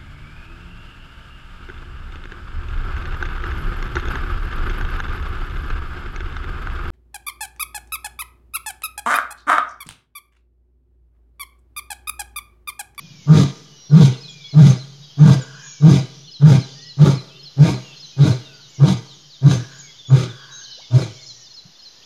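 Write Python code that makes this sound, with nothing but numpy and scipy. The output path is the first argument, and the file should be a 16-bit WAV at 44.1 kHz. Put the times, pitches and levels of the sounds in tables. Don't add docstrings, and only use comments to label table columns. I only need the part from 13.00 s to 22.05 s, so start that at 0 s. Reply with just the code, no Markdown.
import sys
import numpy as np
from scipy import signal
from scipy.fft import rfft, irfft
from scipy.io import wavfile
from scipy.ndimage import uniform_filter1d, minimum_filter1d

SR = 44100
rng = np.random.default_rng(int(sys.argv[2]) if len(sys.argv) > 2 else 0)


def gain_from_db(level_db):
    decades = np.asarray(level_db, float) / 20
    return 10 ** decades


def int16_out(signal):
    q = np.round(np.clip(np.atleast_2d(signal).T, -1, 1) * 32767)
    wavfile.write(sys.argv[1], SR, q.astype(np.int16))


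N = 399105
TIME = np.arange(N) / SR


def set_rms(x, db=0):
    return x * gain_from_db(db) / np.sqrt(np.mean(x ** 2))


def noise():
    return rng.standard_normal(N)


def resonance(x, hz, width):
    return signal.lfilter(*signal.iirpeak(hz, hz / width, fs=SR), x)


def highpass(order, hz):
    return signal.butter(order, hz, "high", fs=SR, output="sos")


def colour(x, points):
    hz, db = np.transpose(points)
    bins = np.arange(N // 2 + 1) * SR / N + 1
    curve_db = np.interp(np.log(bins), np.log(hz), db, -120, -120)
    return irfft(rfft(x) * gain_from_db(curve_db), N)


def wander(rate):
    hold = int(SR / rate)
    steps = np.repeat(rng.standard_normal(N // 20)[:N // hold + 1], hold)
    smooth = uniform_filter1d(uniform_filter1d(steps, hold), hold)
    return set_rms(smooth[:N])


def resonances(x, modes):
    total = np.zeros(N)
    for k, (hz, width, db) in enumerate(modes):
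        flicker_db = 2.2 * wander(22)
        total += (-1) ** k * gain_from_db(db + flicker_db) * resonance(x, hz, width)
    return set_rms(total)


def loudness_curve(tables, rise_s=0.0065, fade_s=0.11):
    points = []
    for table in tables:
        points.append((table[0][0] - rise_s, -80))
        points.extend(table)
        points.append((table[-1][0] + fade_s, -80))
    return gain_from_db(np.interp(TIME, *np.transpose(points)))


def add_whistle(out, start, length, hz0, hz2, db, halfway=0.49):
    u = np.linspace(0, 1, int(length * SR))
    hz1 = hz0 + halfway * (hz2 - hz0)
    hz = np.polyval(np.polyfit([0, .5, 1], [hz0, hz1, hz2], 2), u)
    hz = hz * (1 + 0.0868 * uniform_filter1d(rng.standard_normal(len(u)), size=200))
    swell = np.sin(np.pi * u) ** 0.297
    note = np.sin(2 * np.pi * np.cumsum(hz) / SR) * swell * gain_from_db(db) * np.sqrt(2)
    i = int(start * SR)
    out[i:i + len(u)] += note[:N - i]


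def still_air():
    # frequency in Hz, dB per Hz.
    air_colour = [(18, -25), (30, -10.5), (53, -8), (152, -8), (2420, -15), (5020, -5), (6870, -14),
                  (7830, -38.5), (13500, -29), (15400, -66.5)]
    gusts = gain_from_db(1.5 * wander(4.005))
    return set_rms(colour(gusts * noise(), air_colour), -52.5)


def earlier_grunt():
    hum = resonance(resonance(noise(), 145, 70), 145, 70)
    decay_s = .4
    return gain_from_db(-44) * np.exp(-TIME / decay_s) * set_rms(hum)


def chorus():
    # time in seconds, level in dB of the lower voices.
    low_levels = [(0.1, -51.5), (0.65, -57.5), (1.25, -55), (1.9, -49.5), (2.2, -47), (3.2, -48.5),
                  (3.75, -49), (4.35, -54), (5.0, -50.5), (5.55, -56), (6.2, -53), (6.8, -52), (7.5, -50),
                  (7.8, -46), (8.3, -53), (8.65, -56), (9.04, -55)]
    # time in seconds, level in dB of a bout of the high voices.
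    high_bouts = [(.4, -51), (1.4, -57.5), (1.9, -63.5), (2.72, -53), (3.75, -52), (5.05, -57.5),
                  (5.75, -57.5), (6.2, -59), (6.75, -59.5), (7.6, -67), (8.3, -51), (9, -60.5)]
    # frequency in Hz, dB per Hz.
    chorus_colour = [(1470, -56.5), (2500, -14), (2940, 4), (3650, 0.5), (4190, -2.5), (4710, 0.5),
                     (6060, 2.5), (7120, -7.5), (8000, -43), (10400, -81), (17600, -120)]
    rest_db, bout_s = -73, 0.2
    bouts = gain_from_db(rest_db)
    for at, db in high_bouts:
        bouts = bouts + gain_from_db(db) * np.exp(-((TIME - at) / bout_s) ** 2)
    chirps = np.zeros(N)
    for when, pitch, fall, size in rng.random((700, 4)):
        hz = 2900 + 4200 * pitch
        length = 0.016 + 0.075 * size ** 2
        add_whistle(chirps, when * N / SR, length, hz * (1 + .04 * fall ** 2), hz * (1 - 0.034 * fall), -9 * size)
    blur = np.zeros(N)
    for hz in np.arange(2600, 8000, 300):
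        patches = gain_from_db(5.5 * wander(6.1))
        blur += patches * resonance(noise(), hz, 260)
    flock = colour(set_rms(blur) + set_rms(chirps, -5), chorus_colour)
    high = signal.sosfiltfilt(highpass(4, 5700), flock)
    times, low_db = np.transpose(low_levels)
    return set_rms(flock - high) * gain_from_db(np.interp(TIME, times, low_db)) + set_rms(high) * bouts


def footfall():
    # time in seconds, pitch in Hz, decay in seconds, level in dB.
    thump = (8.651, 150, .005, -41)
    start, hz, decay, db = thump
    after = np.clip(TIME - start, 0, None)
    swell = np.e * after / decay * np.exp(-after / decay)
    return gain_from_db(db) * np.sin(2 * np.pi * hz * after) * swell


def trough_drop():
    # start in seconds, length in seconds, start pitch in Hz, end pitch in Hz, level in dB.
    bubble = (7.775, .035, 430, 1100, -50)
    out = np.zeros(N)
    add_whistle(out, *bubble, halfway=0.35)
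    return out


def other_birds():
    # start in seconds, length in seconds, start pitch in Hz, end pitch in Hz, level in dB.
    whistles = [(0.008, 0.073, 2507, 2380, -54), (.1, 0.17, 2410, 2060, -58.5),
                (.65, 0.18, 2980, 2872, -58.5), (0.758, 0.19, 5710, 5610, -49),
                (1.1, 0.077, 3030, 2590, -50.5), (.76, .13, 4000, 4000, -57.5),
                (1.207, 0.345, 2522, 2112, -52.5), (2.549, 0.31, 2499, 2150, -56.5),
                (2.634, 0.11, 6780, 6603, -43), (4.819, 0.122, 2901, 2570, -48),
                (5.12, 0.074, 2524, 2437, -57), (5.399, 0.14, 2935, 2473, -53.5),
                (5.485, 0.13, 1519, 1379, -56), (5.71, .1, 2283, 1990, -60.5),
                (6.713, 0.097, 6717, 6706, -53), (6.8, 0.087, 6643, 6446, -45.5),
                (6.823, 0.098, 2305, 2000, -54.5), (7.343, 0.13, 3421, 3140, -50),
                (7.347, 0.16, 4810, 4626, -53.5), (7.516, 0.14, 6437, 6290, -41.5),
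                (7.661, 0.12, 3050, 2981, -48.5), (7.812, 0.04215, 2250, 2118, -54.5),
                (8.15, 0.1, 2296, 2063, -56.5), (8.334, 0.13, 1915, 1760, -64.5)]
    risers = [(3.752, 0.17, 1800, 1949, -55.5), (3.858, 0.054, 2925, 2920, -53.5),
              (4.3, 0.092, 2500, 2800, -53.5), (4.32, .17, 3030, 3098, -56), (2.02, 0.046, 3800, 3850, -47),
              (2.08, 0.062, 3211, 3229, -53), (3.1, 0.07, 3360, 3320, -56.5), (4.8, .12, 6548, 6642, -54),
              (5.04, 0.0715, 6250, 6200, -50), (5.685, 0.03, 5905, 7320, -52),
              (6.878, 0.06, 3255, 3370, -49), (7.07, 0.05, 6583, 6826, -45),
              (7.505, 0.1, 3826, 3910, -43.5), (8.951, 0.13, 1700, 1893, -65),
              (9.022, 0.027, 2290, 3540, -52)]
    # start in seconds, start pitch in Hz, end pitch in Hz, level in dB.
    chips = [(1.28, 3400, 3320, -39), (1.441, 3329, 3370, -37), (7.8, 3050, 3252, -54),
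             (8.16, 3300, 3025, -50.5), (2.03, 3500, 3200, -52), (2.6, 3501, 2890, -58),
             (3.029, 4030, 3935, -45), (5.09, 4110, 3700, -47.5), (5.45, 3827, 3550, -45),
             (5.531, 4780, 4620, -47), (6.785, 7430, 6270, -41), (6.985, 3630, 3460, -43),
             (7.051, 3490, 3404, -40), (7.29, 3750, 3370, -41), (7.83, 3657, 3545, -45.5)]
    slurs = [(5.597, 4720, 3600, -48), (6.071, 4693, 3460, -46.5), (6.298, 4906, 3410, -46),
             (8.405, 6940, 4393, -47)]
    strokes = [(1.275, 3870, 3290, -47), (1.29, 7510, 6800, -50), (1.305, 7400, 6700, -53),
               (1.32, 7070, 6500, -54), (2.414, 7350, 6600, -40.5), (6.74, 6904, 6480, -51),
               (7.638, 4650, 3746, -39.5), (7.71, 4540, 3720, -38.5)]
    hooks = [(3.259, 3911, 2952, -50), (3.84, 3599, 2908, -54), (4.275, 4155, 3047, -49),
             (5.744, 7446, 5525, -47.5), (6.125, 7595, 6196, -55)]
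    out = np.zeros(N)
    for notes, halfway in ((whistles, 0.35), (risers, .75)):
        for note in notes:
            add_whistle(out, *note, halfway)
    # its notes, length in seconds, share of the glide done halfway
    kinds = ((chips, .035, 0.57), (slurs, .075, .6), (strokes, 0.028, 0.57), (hooks, .055, .8))
    for notes, length, halfway in kinds:
        for start, *note in notes:
            add_whistle(out, start, length, *note, halfway)
    return out


def songbird():
    # start in seconds from the main slur, length in seconds, start pitch in Hz,
    # end pitch in Hz, level in dB.
    figure = [
        (-.097, .02, 3514, 3640, -6),
        (-.062, 0.027, 4285, 4050, -2),
        (-.025, 0.024, 5010, 5143, -0.5),
        (0, 0.04, 4449, 3980, 2.5),
    ]
    bends = (.4, 0.11, .9, 0.672)
    # time of the main slur in seconds, level in dB.
    repeats = [(0.954, -45), (1.231, -42), (1.509, -43), (1.791, -44), (3.336, -41), (3.613, -41),
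               (3.887, -41), (4.167, -40.5), (4.453, -41.5), (4.744, -44), (5.022, -41), (5.305, -39.5),
               (7.725, -44.5), (8.006, -41.5), (8.285, -40.5), (8.563, -42), (8.848, -43.5)]
    out = np.zeros(N)
    for start, db in repeats:
        tune = 1 + 0.0061 * rng.standard_normal()
        for (lag, length, hz0, hz2, note_db), bend in zip(figure, bends):
            add_whistle(out, start + lag, length, tune * hz0, tune * hz2, db + note_db, bend)
    return out


def yard(x):
    # frequency in Hz, width in Hz, seconds to fade by 60 dB, level in dB.
    echo_bands = [(146.3, 150, 1.4, -51.5), (400, 180, 1.1, -44), (169.6, 225, 0.12, -24),
                  (420, 400, 0.96, -39), (1300, 3300, 0.57, -20.5), (5100, 13000, 0.92, -17.5)]
    t = TIME[:2 * SR]
    echo = np.zeros(len(t))
    for hz, width, fade_s, db in echo_bands:
        tail = resonance(resonance(rng.standard_normal(len(t)), hz, width), hz, width)
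        tail = tail * np.exp(-np.log(1000) * t / fade_s) * np.clip(t / 0.012, 0, 1)
        echo += gain_from_db(db) * tail / np.sqrt(np.sum(tail ** 2))
    return signal.fftconvolve(x, echo)[:N]


def wheeze():
    # start in seconds, length in seconds, top level in dB.
    breaths = [
        (1.12, 0.2, -75),
        (2.402, .42, -42.5),
        (6.595, 0.33, -48),
        (7.277, .51, -46),
    ]
    # resonance in Hz, width in Hz, level in dB.
    nose = [(1080, 120, -6.5), (1470, 92, 0.5), (1647, 60.9, 5.5)]
    curves = []
    for start, length, db in breaths:
        curves.append([(start, -49.5), (start + .43 * length, db), (start + length, db - 19)])
    flutter = gain_from_db(2.0 * wander(35))
    return loudness_curve(curves, rise_s=.05) * flutter * resonances(noise(), nose)


def grunt(start, length, hz, swell_db, broken_db):
    top, catch, end = start + .05, start + .077, start + length
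    blow, slack, sink = (catch + share * (end - catch) for share in (0.21, .5, 0.66))
    strength_db = broken_db + 9.5
    rasp_db, huff_db = 0.38 * strength_db, 0.35 * strength_db
    pitch = [(start, .91 * hz), (top, hz), (catch, 1.05 * hz), (slack, .88 * hz), (end, .85 * hz)]
    hold_s = 0.0172
    tone = [(start, swell_db - 30), (top - hold_s / 2, swell_db - 2), (top + hold_s, swell_db),
            (catch, broken_db - 2), (blow, broken_db), (sink, broken_db - 10.5), (end, -35.5)]
    rasp = [(start, -49), (start + .022, -31), (blow, rasp_db - 20.5), (sink, rasp_db - 31), (end, -46)]
    huff = [(start, -48), (top, -40.5 - 0.41 * strength_db), (blow, huff_db - 28.5),
            (slack, huff_db - 31.5), (end, -47)]
    return pitch, tone, rasp, huff


def chest_tone(cycles, flaps, rough):
    # distance from the main tone in steps of the growl rate, level in dB.
    side_tones = [(-2, -30), (-1, -14), (1, -8), (2, -16), (3, -20)]
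    sides = np.zeros(N)
    for step, db in side_tones:
        sides += gain_from_db(db + 1.59 * wander(30)) * np.sin(2 * np.pi * (cycles + step * flaps))
    main = np.sin(2 * np.pi * cycles) * gain_from_db(3.2 * rough * wander(45) - 1.5)
    return np.sqrt(2) * (main + rough * sides)


def throat_rasp(cycles, force, puff, opening):
    # resonance in Hz, width in Hz, level in dB.
    throat = [(252, 51, 1.5), (321.3, 75, 2.5), (371, 47, 4.5), (451, 57, -0.5), (502.6, 43, -2),
              (640.5, 53, -4), (806, 32, -7), (914.4, 35, -7.5), (1190, 78, -7.5), (1441, 66, -10.5),
              (1626.7, 76, -12.5)]
    slaps = set_rms(np.diff(np.floor(cycles), prepend=0) * force)
    rasp = resonances(.9 * slaps + set_rms(puff * noise()), throat)
    closed = signal.sosfilt(signal.butter(1, 500, fs=SR, output="sos"), rasp)
    return closed + np.sqrt(opening) * (rasp - closed)


def mouth_huff(puff, opening, gain):
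    # frequency in Hz, dB per Hz.
    huff_colour = [(1060, -33.5), (1800, -20), (1990, -3), (2720, -7), (3600, -4.5), (6280, -4),
                   (8080, -7.5), (9250, -12.5), (15400, -32)]
    # resonance in Hz, width in Hz.
    mouth = [(2000, 17), (2360, 210), (3500, 780), (3850, 120), (4870, 110), (6240, 140)]
    rush = set_rms(colour((0.65 + puff) * gain_from_db(1.2 * wander(40)) * noise(), huff_colour))
    flares = np.zeros(N)
    for hz, width in mouth:
        flares += gain_from_db(4 * wander(30)) * resonance(rush, hz, width)
    huff = opening * gain * set_rms(rush + 1.58 * flares)
    bright = signal.sosfiltfilt(highpass(2, 9500), huff)
    brightness = np.clip(gain / gain_from_db(-32.5), 0, 1) ** 2
    return huff - bright * (1 - brightness)


def cat():
    # start in seconds, length in seconds, chest tone in Hz, clean swell in dB, broken tone in dB.
    grunts = [(0.262, 0.25, 153.6, -1.5, -6), (0.896, 0.26, 151.7, -0.5, -6), (1.529, .26, 151.4, -2, -5.5),
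              (2.172, 0.25, 150.4, -1, -7), (2.802, 0.25, 152.4, -0.5, -7.5), (3.399, 0.23, 149, 0.5, -6.5),
              (3.971, 0.23, 148.9, -1.5, -11.5), (4.566, 0.23, 145.8, -1.5, -11.5),
              (5.166, .222, 143.2, -4, -11), (5.782, .213, 141.7, -3, -12), (6.413, 0.22, 141.5, -2.5, -13),
              (7.084, .227, 135.2, -3.5, -18), (7.903, .2, 126.1, -6.5, -22.5)]
    pitch, tone_db, rasp_db, huff_db = zip(*(grunt(*row) for row in grunts))
    starts = np.array([row[0] - .01 for row in grunts])
    since = TIME - starts[np.clip(np.searchsorted(starts, TIME) - 1, 0, None)]
    break_s, break_over_s, settle_s = .07, .025, .13
    rough = np.clip((since - break_s) / break_over_s, 0, 1)
    rough = rough * np.interp(since, [settle_s, 2 * settle_s], [1, .35])
    opening = np.clip(since / break_s, 0, 1)
    times, hz = np.vstack(pitch).T
    cycles = np.cumsum(np.interp(TIME, times, hz) * (1 + .07 * rough * wander(90))) / SR
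    growl_hz = 42
    flaps = np.cumsum(growl_hz * (1 + .3 * wander(25))) / SR
    force = gain_from_db(1.8 * rng.standard_normal(N // 100))[cycles.astype(int)]
    force = force * (1 - .45 * rough * (flaps % 1))
    puff = np.exp(-(cycles % 1) / 1.5) * force
    tone = loudness_curve(tone_db) * chest_tone(cycles, flaps, rough)
    rasp = loudness_curve(rasp_db) * throat_rasp(cycles, force, puff, opening)
    huff = mouth_huff(puff, opening, loudness_curve(huff_db))
    return signal.sosfilt(highpass(3, 70), tone + rasp) + huff


def scene():
    near = cat() + wheeze()
    around = songbird() + other_birds() + trough_drop() + footfall()
    echoes = yard(near + gain_from_db(5.5) * around)
    mix = near + around + echoes + earlier_grunt() + chorus() + still_air()
    return mix[None, :]


def low_pass(x):
    return signal.sosfilt(signal.butter(12, 15590, fs=SR, output="sos"), x)


def record(dry):
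    heard = dry - .95 * resonance(dry, 8043, 900)
    room_left = minimum_filter1d(np.minimum(1, 1 / (np.abs(heard) + 1e-9)), size=400)
    heard = heard * uniform_filter1d(room_left, size=500) - .0012
    return low_pass(np.clip(heard, -1, 1))


dry = scene()
out = record(dry)
int16_out(out)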